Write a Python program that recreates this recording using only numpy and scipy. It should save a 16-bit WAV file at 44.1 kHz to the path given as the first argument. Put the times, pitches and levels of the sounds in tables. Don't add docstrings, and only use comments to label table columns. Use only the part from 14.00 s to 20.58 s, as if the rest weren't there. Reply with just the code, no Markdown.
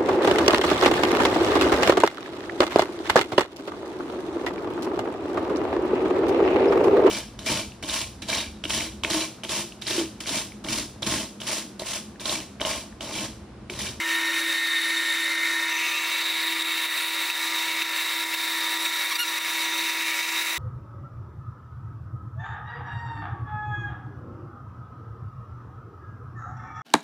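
import sys
import numpy as np
from scipy import signal
from scipy.fft import rfft, irfft
from scipy.io import wavfile
from scipy.ndimage import uniform_filter1d

SR = 44100
rng = np.random.default_rng(int(sys.argv[2]) if len(sys.argv) > 2 else 0)


def waveform_to_disk(signal):
    frames = np.transpose(np.atleast_2d(signal))
    scaled = np.clip(frames, -1, 1) * 32767
    samples = np.round(scaled).astype(np.int16)
    wavfile.write(sys.argv[1], SR, samples)


N = 290178
T = np.arange(N) / SR
HZ = np.maximum(np.arange(N // 2 + 1) * SR / N, 1)

BITE_S = (1.69, 1.72)
# in light contact and in the full cut, in Hz.
GEAR_HZ = (82.62, 82.07)
# width in Hz, light gain in dB, full-cut gain in dB.
MODES = [(30, -25, -7), (60, -25.5, -34), (39.7, -23, 3.5), (30, -29, -2), (71, -17, 5.5), (84.5, -15.5, 9),
         (47, -17, 7.5), (50, -6, -23), (130, -9.5, 9), (50, -18, -12), (60, -38, 4.5), (60, -33, -23),
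         (180, -15, -9), (125, -4, 1.5), (223, -9, 1), (100, -15, -9.5), (69.6, -12.5, -4.5),
         (80, -21.5, -9), (150, -18.5, -9), (210, -20, -8), (170, -32, -7), (162, -19, -7), (91, -19, -3),
         (80, -25, -30), (280, -28, -8.5), (1330, -36, -11)]
# peak in dB before the high-pass,
# nominal depth in dB of the level dip that follows, share of the lower tube mode in dB.
KNOCKS = [(-15.5, 4, -8), (-16, 4, 0), (-16.5, 3.5, -6), (-19, 2, -5), (-20, 3.5, -3), (-26, 1.6, -3),
          (-26, 1.2, -3)]
FIRST_KNOCK_S, TURN_S = 3.3005, 0.5198


def undb(db):
    return 10 ** (np.asarray(db) / 20)


def unit(x):
    return x / np.sqrt(np.mean(x ** 2))


def curves(table):
    s, *columns = np.transpose(table)
    return [np.interp(T, s, c) for c in columns]


def walk(rate, count=N):
    hold = int(SR / rate)
    steps = np.repeat(rng.standard_normal(count // hold + 1), hold)
    smooth = uniform_filter1d(uniform_filter1d(steps, hold), hold)
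    return unit(smooth[:count])


def colour(points):
    hz, db = np.transpose(points)
    return undb(np.interp(np.log(HZ), np.log(hz), db))


def tone(hz, db):
    cycles = np.cumsum(hz + 0 * db) / SR + rng.random()
    return np.sqrt(2) * undb(db) * np.sin(2 * np.pi * cycles)


def cutting(bite, levels_db):
    edges_hz = (2400, 3350, 4700, 7000)
    # frequency in Hz, gain in dB.
    light_broad = [(18, -44), (45, -47), (240, -44), (330, -24.5), (440, -41), (700, -35), (1000, -27.5),
                   (1550, -22), (1800, -12), (2700, -16.5), (3400, -22.5), (4500, -24.5), (6600, -26),
                   (10300, -27.5), (12000, -31.5), (15800, -29.5)]
    # frequency in Hz, gain in dB.
    full_broad = [(18, -22), (45, -22.5), (240, -21.5), (330, -6), (440, -16), (700, -7.5), (1000, -1.5),
                  (1550, -1.5), (2100, 8.5), (3300, -9.5), (4600, -14.5), (6500, -15.5), (9000, -10.5),
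                  (12000, -14.5), (15800, -10.5)]
    force = chips()
    _, light_db, full_db = np.transpose(MODES)
    light = force * body(light_db, light_broad)
    full = force * body(full_db, full_broad)
    below = [0] + [1 / (1 + (HZ / edge) ** 16) for edge in edges_hz] + [1]
    out = 0
    for k, db in enumerate(levels_db):
        share = below[k + 1] - below[k]
        light_sound = unit(irfft(light * share, N))
        full_sound = unit(irfft(full * share, N))
        both = (1 - bite) * light_sound + bite * full_sound
        out = out + undb(db + 0.12 * walk(14)) * both
    return out


def chips():
    force = unit(rng.standard_normal(N) * undb(rng.exponential(size=N)))
    force *= 1 + 0.067 * np.sin(2 * np.pi * GEAR_HZ[1] * T)
    flicker_db = 0.71 * walk(25.066) + 0.6 * walk(120)
    return rfft(force * undb(flicker_db))


def body(modes_db, broad):
    mode_hz = (572, 880, 1100, 1200, 1390, 1700, 1815, 2090, 2240, 2580, 2695, 2880, 3010, 3680, 3860, 4260,
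               4390, 5020, 5910, 7610, 8440, 9890, 10280, 10600, 11050, 13700)
    widths = np.transpose(MODES)[0]
    power = colour(broad) ** 2
    for hz, width, db in zip(mode_hz, widths, modes_db):
        peak = undb(db) / (1 + (2 * (HZ - hz) / width) ** 2)
        power = power + peak ** 2
    return np.sqrt(power)


def ranges(bite, tube_db, ring_db):
    # light level in dB,
    # full-cut level in dB, surge at the bite in dB, creep as the cut deepens in dB per second.
    range_levels = [(-31.5, -34, -0.5, 0.0), (-42, -41.5, 7.5, 0.5), (-33.5, -33.5, 0, 0.24),
                    (-43, -44, 5.5, 0.95), (-39, -37, -1, 0.5)]
    # time in seconds, chip rattle in dB, chip hiss in dB.
    treble = [(0, 3, 0), (.3, 1, 2), (.6, -1, 0.5), (1.15, 0.5, 0), (1.6, 1, -0.5), (1.8, -1.5, 0.5),
              (2.4, 0.5, 0), (3, -1, 1.5), (3.55, 2.5, 0.5), (3.85, 0, -2), (4.1, 0.5, 1), (4.7, 0.5, 1),
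              (5.1, -1.5, 0.5), (5.3, 0, 0), (5.8, 1, -0.5), (6.3, 2.5, -1), (6.58, 0, 0)]
    surge_s = 0.41
    joint_swell_db, joint_swell_s = 1.6, 0.01
    since = np.maximum(T - BITE_S[1], 0)
    surge_shape = np.exp(-(since / surge_s) ** 3)
    from_joint = ((T - FIRST_KNOCK_S) / TURN_S + .5) % 1 * TURN_S - TURN_S / 2
    swell = joint_swell_db * np.exp(-(from_joint / joint_swell_s) ** 2)
    db = []
    for light, full, surge, creep in range_levels:
        change = full - light + surge * surge_shape + creep * since + swell
        db.append(light + bite * change)
    rattle_db, hiss_db = curves(treble)
    db[1] = db[1] + tube_db
    db[2] = db[2] + ring_db
    db[3] = db[3] + rattle_db
    db[4] = db[4] + hiss_db
    shared = falter()
    rasp = [level + shared for level in db[:3]]
    return rasp + [level + 0.7 * shared + 0.74 * falter() for level in db[3:]]


def falter():
    per_s, mean_drop_db, recovery_s = 5, 2.5, 0.02
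    block = 100
    chance = rng.random((N // block + 1, 2))
    drops = np.where(chance[:, 0] < per_s * block / SR, -np.log(chance[:, 1]), 0)
    recovering = signal.lfilter([1], [1, -np.exp(-block / SR / recovery_s)], drops)
    return -mean_drop_db * np.repeat(recovering, block)[:N]


def teeth(bite, tube_level_db):
    # multiple of the tooth rate, level in dB.
    steady_orders = [(8, -56), (12, -53), (13, -52)]
    moving_orders = (14, 15, 16, 17, 18)
    # time in seconds, five levels in dB.
    moving_levels = [(1.72, -38, -48, -47, -39, -44), (1.87, -40, -39, -46, -37, -37),
                     (2.1, -46, -35, -47, -42, -36), (2.19, -46, -43, -52, -51, -46),
                     (2.8, -45, -43, -52, -53, -46), (3.1, -46, -50, -56, -54, -50),
                     (3.45, -44, -44, -56, -56, -54), (3.75, -40, -44, -52, -52, -49),
                     (4.05, -40, -46, -53, -51, -48), (4.5, -42, -45, -49, -54, -51),
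                     (4.9, -46, -45, -47, -54, -50), (5.3, -54, -48, -50, -52, -52),
                     (5.55, -50, -48, -44, -46, -48), (5.8, -44, -47, -44, -45, -46),
                     (6.1, -46, -40, -39, -47, -46), (6.4, -50, -39, -42, -44, -47),
                     (6.58, -48, -48, -45, -48, -46)]
    tooth_hz = 150.0 + 0.155 * walk(4)
    swell_db = .8 * (tube_level_db - np.median(tube_level_db))
    out = 0
    for order, db in steady_orders:
        out = out + tone(order * tooth_hz, db + swell_db + 5.6 * walk(8))
    for order, db in zip(moving_orders, curves(moving_levels)):
        out = out + tone(order * tooth_hz + 3 * walk(30), db + 2 * walk(17))
    return bite * out


def whine():
    # centre in seconds, length in seconds.
    breaks = [(.02, .02), (.205, .013), (.325, .008), (.44, .011), (.53, .008), (.825, .015), (1.155, .014),
              (1.32, .012), (1.69, .011)]
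    # time in seconds, level in dB before a cut of 1.5 dB.
    second_line = [(0.0, -36), (0.05, -37), (0.076, -51), (0.272, -46), (0.736, -41), (0.798, -53),
                   (0.838, -36), (1.07, -45), (1.328, -30), (1.41, -37), (1.818, -43), (1.85, -49)]
    whine_hz, second_hz, fade_from_s = 1829.5, 2085, 1.74
    whine_db, octave_db = -30, -47.5
    after = np.maximum(T - fade_from_s, 0)
    gaps = sum(np.exp(-((T - s) / length) ** 2) for s, length in breaks)
    loss_db = 250 * after + 18 * gaps
    hz = whine_hz - 300 * after + 1.6 * walk(40) + 2.2 * walk(3) + 25 * gaps
    main = tone(hz, whine_db - loss_db + 1.3 * walk(25))
    octave = tone(2 * hz, octave_db - loss_db + 3 * walk(40))
    second_fade_db = 200 * np.maximum(T - second_line[-1][0], 0)
    second_db = curves(second_line)[0] - 1.5 - second_fade_db + 3.1 * walk(24.7)
    return main + octave + tone(second_hz + 4 * walk(29.6), second_db)


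def rings():
    ring_hz = (7610, 9890, 11050)
    # time in seconds, three levels in dB before a cut of 5 dB.
    ring_levels = [(0, -44, -54, -58), (.5, -48, -52, -55), (.85, -44, -42, -56), (1.2, -40, -42, -49),
                   (1.3, -57, -46, -55), (1.65, -54, -56.5, -53), (1.801, -44, -50, -54),
                   (2.3, -45, -50, -50), (3, -51, -48, -49), (3.6, -48, -51, -49), (3.85, -53, -58, -56),
                   (3.95, -45, -58, -53), (4.6, -45, -54, -52), (5.05, -46, -51, -50), (5.3, -48, -51, -54),
                   (6, -53, -47, -48), (6.58, -49.5, -51, -46.5)]
    out = 0
    for hz, db in zip(ring_hz, curves(ring_levels)):
        carrier = tone(hz * (1 + .006 * walk(4)), db - 5 + 2.2 * walk(21.94))
        out = out + carrier * walk(250)
    return out


def whistle():
    # time in seconds, centre in Hz, level in dB.
    path = [(0, 5800, -52), (.28, 5680, -44), (.4, 6000, -44), (.5, 5900, -66), (1.65, 5890, -54),
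            (1.75, 6070, -42), (2.1, 6200, -49), (2.6, 5900, -62), (4.3, 5420, -50), (4.75, 5650, -48),
            (5.4, 5800, -44), (5.9, 5980, -48), (6.1, 5970, -70), (6.58, 5670, -46)]
    hz, db = curves(path)
    return tone(hz + 70 * walk(30), db) * walk(300)


def knocks():
    # frequency in Hz, level in dB, 60 dB decay time in seconds.
    knock_modes = [(2250, -8, .02), (2480, 0, .035), (2650, 0, .035), (3700, -14, .02), (4950, -14, .015),
                   (7200, -16, .012)]
    out, t = np.zeros(N), T[:SR // 20]
    modes = []
    for hz, db, t60 in knock_modes:
        decay = np.exp(-t * np.log(1000) / t60)
        modes.append(undb(db) * decay * np.sin(2 * np.pi * hz * t))
    for k, (db, _, lower_db) in enumerate(KNOCKS):
        contact = .05 * rng.standard_normal(SR // 500)
        contact[0] = 1
        ringing = sum(modes) + (undb(lower_db) - 1) * modes[1]
        blow = np.convolve(contact, ringing)
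        i = int((FIRST_KNOCK_S + k * TURN_S) * SR)
        out[i:i + len(blow)] += undb(db) * blow / np.abs(blow).max()
    return signal.sosfilt(signal.butter(4, 1200, "high", fs=SR, output="sos"), out)


def dips():
    # start in seconds, nominal depth in dB.
    other_dips = [(2.862, 4), (4.27, 2), (5.168, 4), (5.205, 4), (6.21, 2.3)]
    lag_s, fall_s, recovery_s = 0.008, 0.004, 0.06
    after_knocks = [(FIRST_KNOCK_S + k * TURN_S + lag_s, depth) for k, (_, depth, _) in enumerate(KNOCKS)]
    loss_db = 0
    for s, depth in after_knocks + list(other_dips):
        fall = np.clip((T - s) / fall_s, 0, 1)
        recovery = np.exp(-(np.maximum(T - s, 0) / recovery_s) ** 2)
        loss_db = loss_db + depth * fall * recovery
    return undb(-loss_db)


def squeaks():
    # start in seconds, length in seconds, first, middle and
    # last pitch in Hz, reference level in dB.
    glides = [(5.103, 0.037, 1235, 1105, 1045, -34.5), (5.148, 0.022, 1175, 1192, 1140, -30.5),
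              (5.183, 0.065, 1340, 1438, 1310, -28)]
    harmonics_db = [(-2, 2, -1, -4, -6, -20, -20, -13, -20, -20, -20),
                    (-8, -4, -2, 5, -11, -20, -12, -13, -16, -20, -20),
                    (-6, 0, -8, -13, -18, -20, -12, -7, -19, -19, -16)]
    attack_s, release_s, edge_depth_db = 0.008, 0.012, 14
    dull_db = 12
    out = np.zeros(N)
    for (start, length, first, middle, last, db), partials in zip(glides, harmonics_db):
        count = int(length * SR)
        u = np.arange(count) / (length * SR)
        arc = 1 - (2 * u - 1) ** 2
        hz = first + (last - first) * u + (middle - (first + last) / 2) * arc
        hz = hz + 3 * walk(150, count)
        nearness = np.minimum(u / attack_s, (1 - u) / release_s) * length
        edge_db = edge_depth_db * np.clip(1 - nearness, 0, 1)
        i = int(start * SR)
        for k, partial_db in enumerate(partials):
            loss_db = (1 + .3 * k) * edge_db + dull_db * max(k - 4, 0) * u ** 4
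            flicker_db = (1 + .2 * k) * walk(120, count)
            out[i:i + count] += tone((k + 1) * hz, partial_db + db - loss_db + flicker_db)
    return out


def drive(bite, gear_db, motor_db):
    # motor order, gear order, light level in dB, full-cut level in dB.
    orders = [(0, 4, -44, -47), (0, 5, -69, -70), (0, 6, -72, -64), (0, 7, -66, -62), (0, 8, -69, -67),
              (0, 9, -70, -65), (0, 10, -65, -71), (0, 11, -57, -55), (0, 12, -66, -61), (0, 13, -53, -60),
              (0, 16, -53, -54), (0, 17, -52, -66), (0, 19, -58, -75), (0, 21, -52, -54), (0, 22, -75, -47),
              (0, 27, -50, -75), (0, 44, -75, -44), (1, -4, -68, -75), (1, -3, -68, -72), (1, 0, -47, -43),
              (1, 1, -64, -57), (1, 2, -60, -58), (1, 3, -60, -56), (1, 5, -52, -53), (1, 6, -50, -58),
              (1, 7, -52, -59), (2, 0, -53, -42), (2, 1, -75, -52), (2, 4, -49, -75), (2, 8, -51, -66),
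              (3, 0, -52, -58), (4, 0, -46, -46)]
    # frequency in Hz, light level in dB, full-cut level in dB.
    hums = [(238, -72, -75), (298, -62, -74), (363, -64, -75), (377, -75, -59), (569, -58, -64),
            (1198, -56, -54), (1258, -59, -75), (1952, -46, -52), (2490, -53, -63), (3530, -62, -52),
            (3694, -60, -46), (4000, -65, -52), (6719, -68, -64), (8068, -75, -55), (8104, -54, -75),
            (10474, -56, -75), (11434, -61, -75)]
    motor_hz = 960.0
    gear_hz = GEAR_HZ[0] + bite * (GEAR_HZ[1] - GEAR_HZ[0]) + 0.031 * walk(3.29)
    out = 0
    for motor, gear, light_db, full_db in orders:
        drift_db = motor_db if motor else gear_db
        db = light_db + bite * (full_db - light_db) + drift_db + 1.5 * walk(8)
        out = out + tone(motor * motor_hz + gear * gear_hz, db)
    for hz, light_db, full_db in hums:
        out = out + tone(hz, light_db + bite * (full_db - light_db) + 1.5 * walk(6))
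    return out


def background():
    # frequency in Hz, relative gain in dB.
    spread = [(20, 0), (85, -2), (250, -4), (700, -16), (2800, -22), (5700, -9), (15000, -18)]
    noise = rfft(rng.standard_normal(N)) * colour(spread)
    return undb(-84) * unit(irfft(noise, N))


def scene():
    # time in seconds, tube rasp in dB,
    # blade ring in dB, gear tones in dB, motor tones in dB.
    drift = [(0.0, 5.5, -5, 3.5, 3), (0.22, 5.5, -1.5, 4.5, 4.5), (0.65, 0.5, 2.5, -1, -4),
             (1.1, 1.5, 2, 0.5, -0.5), (1.65, -3, -2, 2, 4), (1.8, 1.5, -2.5, -0.5, 1.5),
             (2.25, 2, 4, 1.5, -0.5), (2.7, 6, 2.5, 2.4, 0.5), (2.95, 2.8, 1, -0.5, -0.5),
             (3.45, 1.5, 1, 0.5, -0.5), (3.75, 4, -0.5, 2.2, 0.5), (4.25, -1, 0.5, 1.3, 1),
             (4.7, -1, 1.5, 3.5, 2), (5.2, -1, -0.5, 0, 1.4), (5.7, 2.5, -1.5, 2, 1.5),
             (6.58, 1.5, -3.5, -0.6, 1)]
    tube_db, ring_db, gear_db, motor_db = curves(drift)
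    bite = np.interp(T, BITE_S, (0, 1))
    levels_db = ranges(bite, tube_db, ring_db)
    saw = cutting(bite, levels_db) + teeth(bite, levels_db[1]) + whine() + rings() + whistle()
    saw = saw + knocks() + drive(bite, gear_db, motor_db)
    mid = saw * dips() + squeaks()
    side = background()
    return np.array([mid + side, mid - side])


def record(dry):
    top_hz = 15780
    return signal.sosfilt(signal.ellip(16, .3, 65, top_hz, fs=SR, output="sos"), dry)


dry = scene()
out = record(dry)
waveform_to_disk(out)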